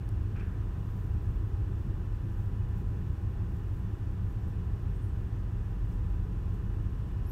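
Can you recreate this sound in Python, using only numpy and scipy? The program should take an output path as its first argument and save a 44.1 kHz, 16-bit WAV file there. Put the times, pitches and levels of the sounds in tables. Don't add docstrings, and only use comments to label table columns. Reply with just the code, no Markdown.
import sys
import numpy as np
from scipy import signal
from scipy.fft import rfft, irfft, next_fast_len
from scipy.io import wavfile
from scipy.ndimage import map_coordinates

SR = 44100
rng = np.random.default_rng(int(sys.argv[2]) if len(sys.argv) > 2 else 0)


def unload_audio(sound):
    columns = np.transpose(np.atleast_2d(sound))
    steps = np.round(np.clip(columns, -1, 1) * 32767)
    wavfile.write(sys.argv[1], SR, steps.astype(np.int16))


def decibels_to_gain(level_db):
    exponent = np.asarray(level_db, float) / 20
    return 10 ** exponent


N = 322736

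# multiple of the generator's cycle rate (one cycle per two shaft turns), level in
# dB rms.
GENERATOR_ORDERS = [(4, -58.6), (5, -50.2), (6, -42.0), (7, -51.3), (9, -53.1), (10, -43.6), (11, -49.2),
                    (12, -46.8), (13, -53.4), (14, -40.0), (15, -52.0), (17, -59.1), (18, -53.9),
                    (21, -63.1), (25, -61.0), (31, -66.1), (32, -69.0), (41, -71.9), (45, -69.8),
                    (48, -68.3), (50, -73.0), (51, -73.1), (54, -72.4), (62, -81.8), (63, -80.1),
                    (64, -70.8)]
# multiple of shaft speed, level in dB rms.
ENGINE_ORDERS = [(4, -71), (5, -58.7), (6, -54.7), (7, -54.4), (8, -53.6), (9, -47.5), (10, -53)]
# multiple of shaft speed, level in dB rms.
PUMP_ORDERS = [(3, -46.5), (5, -45.9), (6, -51.9), (7, -58.7), (23, -76.8)]
# multiple of the generator's cycle rate, level in dB rms.
VALVE_ORDERS = [(91, -79), (94, -79), (99, -78), (108, -75), (145, -77)]
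# frequency in Hz, level in dB rms.
WHINES = [(26.09, -55.4), (70.06, -50.6), (79.65, -49.9), (92.47, -48.9), (175.38, -56.7), (352.44, -68.1),
          (418.08, -67.8), (455.71, -76.8), (806.68, -77.6), (809.24, -75.1), (823.97, -80.9),
          (852.05, -75.1), (985.86, -68.6), (1007.19, -81.4), (1057.49, -72.9), (1091.41, -78.7),
          (1232.69, -77.2), (1530.22, -80.4), (1546.3, -83.1), (1766.26, -82.5), (2548.46, -95.9),
          (2904.01, -94.4)]
# frequency in Hz, level of an order in dB rms.
CLATTER_SPECTRUM = [(480, -85.5), (800, -89.5), (1200, -85.5), (1800, -92.5), (2100, -101), (2900, -100),
                    (3200, -110)]
# frequency in Hz, density in dB per Hz.
HULL_SPECTRUM = [(16, -25), (22, -23), (30, -7), (45, 0), (62, -3), (85, -3), (105, -6.5), (122, -10),
                 (140, -12.5), (160, -15.5), (175, -10.5), (190, -15), (200, -14)]
# frequency in Hz, density in dB per Hz.
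ROAR_SPECTRUM = [(212, -0.5), (280, -0.5), (340, -1), (400, -4), (450, -9), (560, -13), (680, -16),
                 (800, -14), (1000, -18.5), (1400, -18), (1750, -19), (2000, -24.5)]
# frequency in Hz, density in dB per Hz.
HISS_SPECTRUM = [(1180, -32), (2000, -1.5), (2350, -2.5), (2750, 0), (3210, -5), (3500, -5), (3680, -8),
                 (4760, -11), (5370, -10.5), (5900, -12), (7640, -14.5), (8840, -15.5), (10600, -21),
                 (12900, -17.5), (15600, -28.5)]
# centre in Hz, width in Hz, lift in dB.
PLATE_MODES = [(43.7, 11, 1), (138, 8, 3.5), (175.5, 8.6, 3), (197.6, 6.3, 3), (232, 11, 3.5),
               (264.4, 5.8, 4), (295.8, 14.5, 4.5), (332, 17, 4), (358, 7.9, 1.5), (394.5, 9.7, 4.5),
               (415, 7.1, 3.5)]
# centre in Hz, width in Hz, lift in dB.
CASING_MODES = [(1230, 15, 4), (1766, 12, 6), (2240, 10, 3), (2410, 12, 4), (2545, 22, 5), (2904, 12, 8),
                (3515, 50, 4), (5470, 16, 6), (5655, 20, 4)]
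# frequency in Hz, density in dB per Hz.
RUSTLE_SPECTRUM = [(3500, -16), (6000, -3), (9000, -3), (10500, -10), (12500, 1), (15000, -3), (15900, -1)]
# middle in seconds, level in dB, half length in seconds.
CLOTH_BRUSHES = [(.58, -86, .04), (.97, -78, .13), (1.3, -81, .09), (1.81, -83, .06), (2.4, -79, .09),
                 (2.785, -76, .025), (3.55, -80, .05), (3.76, -79, .06), (4.32, -81.5, .08),
                 (4.49, -79, .03), (5.925, -76.5, .025), (6.55, -80, .03)]
# start in seconds, level in dB, low edge in Hz, high edge in Hz, t60 in seconds.
TICKS = [
    (.0902, -45.5, 3300, 15000, 0.0047),
    (.362, -62, 2800, 6500, .04),
    (.394, -59.5, 2800, 6000, 0.057),
    (.396, -67, 6500, 9000, .03),
    (2.786, -67, 10000, 15600, .015),
    (5.92, -65, 5000, 7700, .05),
    (6.54, -68, 5000, 7700, .04),
]
# time in seconds, level in dB.
SCUFF_CATCHES = [
    (.364, -57.5),
    (.4, -55.5),
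]
# centre in Hz, width in Hz.
SCUFF_MODES = [
    (1520, 680),
    (2470, 520),
]
# level in dB, t60 in seconds.
SCUFF_DECAYS = [
    (1, .7),
    (-1.5, .25),
]
# time of fastest slip in seconds, its rate in Hz, glide in Hz per second,
# rounding of the turn in seconds, level in dB.
SQUEAKS = [
    (5.046, 1102, 2200, .016, -80),
    (7.325, 977, 13000, 0.16, -65),
]
# multiple of slip rate, final level in dB,
# growth from first slip to last in dB.
SQUEAK_OVERTONES = [
    [(8, 8, 6), (9, -10, -24), (10, 6, 0), (11, 0, 0)],
    [(6, -11, -6), (8, -14, 0), (10, -15, -14), (11, -14, 0), (12, 7, 50), (13, 3, -6), (14, -14, 0)],
]
# frequency in
# Hz, gain in dB.
SQUEAK_RESPONSE = [(4000, -10), (5700, 0), (6800, -5), (7700, 0), (8700, 0), (9200, -12), (9600, -6),
                   (10300, -15), (11000, -2), (12500, 0), (14500, -10)]

GENERATOR_HZ, ENGINE_HZ, PUMP_HZ = 7.516, 4.115, 19.82
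FIRING_ORDER, FIRING_LIFT_DB = 6, 1.5
DEEP_DB, HULL_DB, ROAR_DB, HISS_DB = -42.5, -39.5, -51, -68.5
ROLL_PERIOD_S, ROLL_PEAK_S, ROLL_DB = 4.65, 1.47, 3
LULL_S, LULL_LENGTH_S, LULL_DB = 3.97, 0.028, 22
CLOTH_REST_DB = -82.5
SCUFF_ATTACK_S = .01
GRIP_SHARE = 0.81
LIFT_S, SLIP_DB_PER_OCTAVE = .095, 38


def unit(x):
    return x / np.sqrt(np.mean(x ** 2) + 1e-20)


def along(points, hz):
    point_hz, point_db = np.transpose(points)
    return np.interp(np.log(hz + 1), np.log(point_hz + 1), point_db, -120, -120)


def wobble(knots_per_s):
    knots = rng.standard_normal(int(N * knots_per_s / SR) + 4)
    return map_coordinates(knots, [np.arange(N) * knots_per_s / SR])


def rush(gain):
    size = next_fast_len(N + 8192)
    spectrum = rfft(rng.standard_normal(size)) * gain(np.fft.rfftfreq(size, 1 / SR))
    return unit(irfft(spectrum, size)[:N])


def resonance(hz, centre_hz, width_hz):
    return 1 / (1 + (2 * (hz - centre_hz) / width_hz) ** 2)


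def tones(lines, base_hz, drift, flutter_db):
    turn = 2 * np.pi * base_hz * np.cumsum(1 + drift * wobble(1.49)) / SR
    flutters = [decibels_to_gain(flutter_db * wobble(1.517)) for _ in range(4)]
    phases = rng.uniform(0, 2 * np.pi, len(lines))
    out = np.zeros(N)
    for i, (multiple, db) in enumerate(lines):
        out += decibels_to_gain(db) * flutters[i % 4] * np.sin(multiple * turn + phases[i])
    return np.sqrt(2) * out


def roll_db():
    t = np.arange(N) / SR
    return ROLL_DB * np.cos(2 * np.pi * (t - ROLL_PEAK_S) / ROLL_PERIOD_S)


def clatter():
    size = 4096
    order = np.arange(size // 2 + 1)
    real, imaginary = rng.standard_normal((2, len(order)))
    level = decibels_to_gain(along(CLATTER_SPECTRUM, order * GENERATOR_HZ))
    cycle = irfft(level * (real + 1j * imaginary) * size / 2, size)
    place = np.cumsum(1 + 1e-4 * wobble(1.5)) * GENERATOR_HZ / SR % 1
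    return map_coordinates(cycle, [place * size], mode="grid-wrap")


def machines():
    orders = GENERATOR_ORDERS + VALVE_ORDERS
    firing_order = [row for row in orders if row[0] == FIRING_ORDER]
    other_orders = [row for row in orders if row[0] != FIRING_ORDER]
    firing = decibels_to_gain(FIRING_LIFT_DB + roll_db()) * tones(firing_order, GENERATOR_HZ, 1e-4, 1)
    generator = firing + tones(other_orders, GENERATOR_HZ, 1e-4, 1) + clatter()
    engine = tones(ENGINE_ORDERS, ENGINE_HZ, 1e-3, 2)
    pump = tones(PUMP_ORDERS, PUMP_HZ, 3e-4, 1.5)
    whines = tones(WHINES, 1, 1e-4, 1.5)
    return generator + engine + pump + whines


def rumble():
    t = np.arange(N) / SR
    lull_db = -LULL_DB * np.exp(-((t - LULL_S) / LULL_LENGTH_S) ** 2)
    hull_points = HULL_SPECTRUM + [(204, HULL_SPECTRUM[-1][1])]
    roar_points = [(204, ROAR_SPECTRUM[0][1])] + ROAR_SPECTRUM

    def coloured(points, hz):
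        modes = PLATE_MODES + CASING_MODES
        lift_db = sum(db * resonance(hz, centre, width) for centre, width, db in modes)
        return decibels_to_gain(lift_db) * decibels_to_gain(along(points, hz))

    def upper(hz):
        return np.clip((hz - 60) / 10, 0, 1)

    deep = rush(lambda hz: coloured(HULL_SPECTRUM, hz) * np.sqrt(1 - upper(hz)))
    hull = rush(lambda hz: coloured(hull_points, hz) * np.sqrt(upper(hz)))
    roar = rush(lambda hz: coloured(roar_points, hz))

    def hiss_gain(hz):
        modes = PLATE_MODES + CASING_MODES
        lift_db = sum(db * resonance(hz, centre, width) for centre, width, db in modes)
        return decibels_to_gain(lift_db) * decibels_to_gain(along(HISS_SPECTRUM, np.minimum(hz, 15500)))

    hiss = decibels_to_gain(HISS_DB + 0.2 * wobble(8.4)) * rush(hiss_gain)
    plating = decibels_to_gain(DEEP_DB + roll_db() + lull_db) * deep + decibels_to_gain(HULL_DB + lull_db) * hull
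    return plating + decibels_to_gain(ROAR_DB) * roar + hiss


def cloth():
    t = np.arange(N) / SR
    power = np.full(N, decibels_to_gain(CLOTH_REST_DB) ** 2)
    for middle_s, db, half_s in CLOTH_BRUSHES:
        power += decibels_to_gain(db) ** 2 * np.exp(-((t - middle_s) / half_s) ** 2)
    crackle = decibels_to_gain(2.5 + 1.2 * wobble(120))
    return crackle * np.sqrt(power) * rush(lambda hz: decibels_to_gain(along(RUSTLE_SPECTRUM, hz)))


def ticks():
    out = np.zeros(N + SR)
    t = np.arange(SR // 8) / SR
    for start_s, db, low_hz, high_hz, t60_s in TICKS:
        band = signal.butter(2, [low_hz, high_hz], "bandpass", fs=SR, output="sos")
        burst = unit(signal.sosfilt(band, rng.standard_normal(len(t))))
        attack = 1 - np.exp(-t / (t60_s / 15))
        out[round(start_s * SR):][:len(t)] += decibels_to_gain(db - 60 * t / t60_s) * attack * burst
    return out[:N]


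def scuff():
    t = np.arange(N) / SR
    out = np.zeros(N)
    for (ring_db, t60_s), (centre_hz, width_hz) in zip(SCUFF_DECAYS, SCUFF_MODES):
        shape = np.zeros(N)
        for catch_s, catch_db in SCUFF_CATCHES:
            since = t - catch_s
            attack = np.exp(np.minimum(since, 0) / SCUFF_ATTACK_S)
            decay = decibels_to_gain(-60 * np.maximum(since, 0) / t60_s)
            shape = np.maximum(shape, decibels_to_gain(catch_db) * attack * decay)
        out += decibels_to_gain(ring_db) * shape * rush(lambda hz: resonance(hz, centre_hz, width_hz))
    return out


def squeaks():
    out = np.zeros(N)
    t = np.arange(N) / SR
    for (top_s, top_hz, glide, rounding_s, top_db), overtones in zip(SQUEAKS, SQUEAK_OVERTONES):
        from_top_s = np.hypot(t - top_s, rounding_s) - rounding_s
        share = np.clip(1 - glide / top_hz * from_top_s, .1, 1)
        slipping = (share > GRIP_SHARE) & (t < top_s + LIFT_S)
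        left = 1 - np.cumsum(slipping) / slipping.sum()
        slip_db = top_db + SLIP_DB_PER_OCTAVE * np.log2(share)
        turn = 2 * np.pi * np.cumsum(top_hz * share) / SR
        for multiple, final_db, growth_db in overtones:
            sole_db = along(SQUEAK_RESPONSE, multiple * top_hz * share)
            level = decibels_to_gain(slip_db + final_db - growth_db * left + sole_db + 2.5 * wobble(70))
            out += slipping * level * np.sin(multiple * turn + multiple ** 2)
    return out


def scene():
    return (machines() + rumble() + cloth() + ticks() + scuff() + squeaks())[None]


def top_cut(x):
    return signal.sosfilt(signal.butter(12, 15740, fs=SR, output="sos"), x)


def record(dry):
    return top_cut(dry)


dry = scene()
out = record(dry)
unload_audio(out)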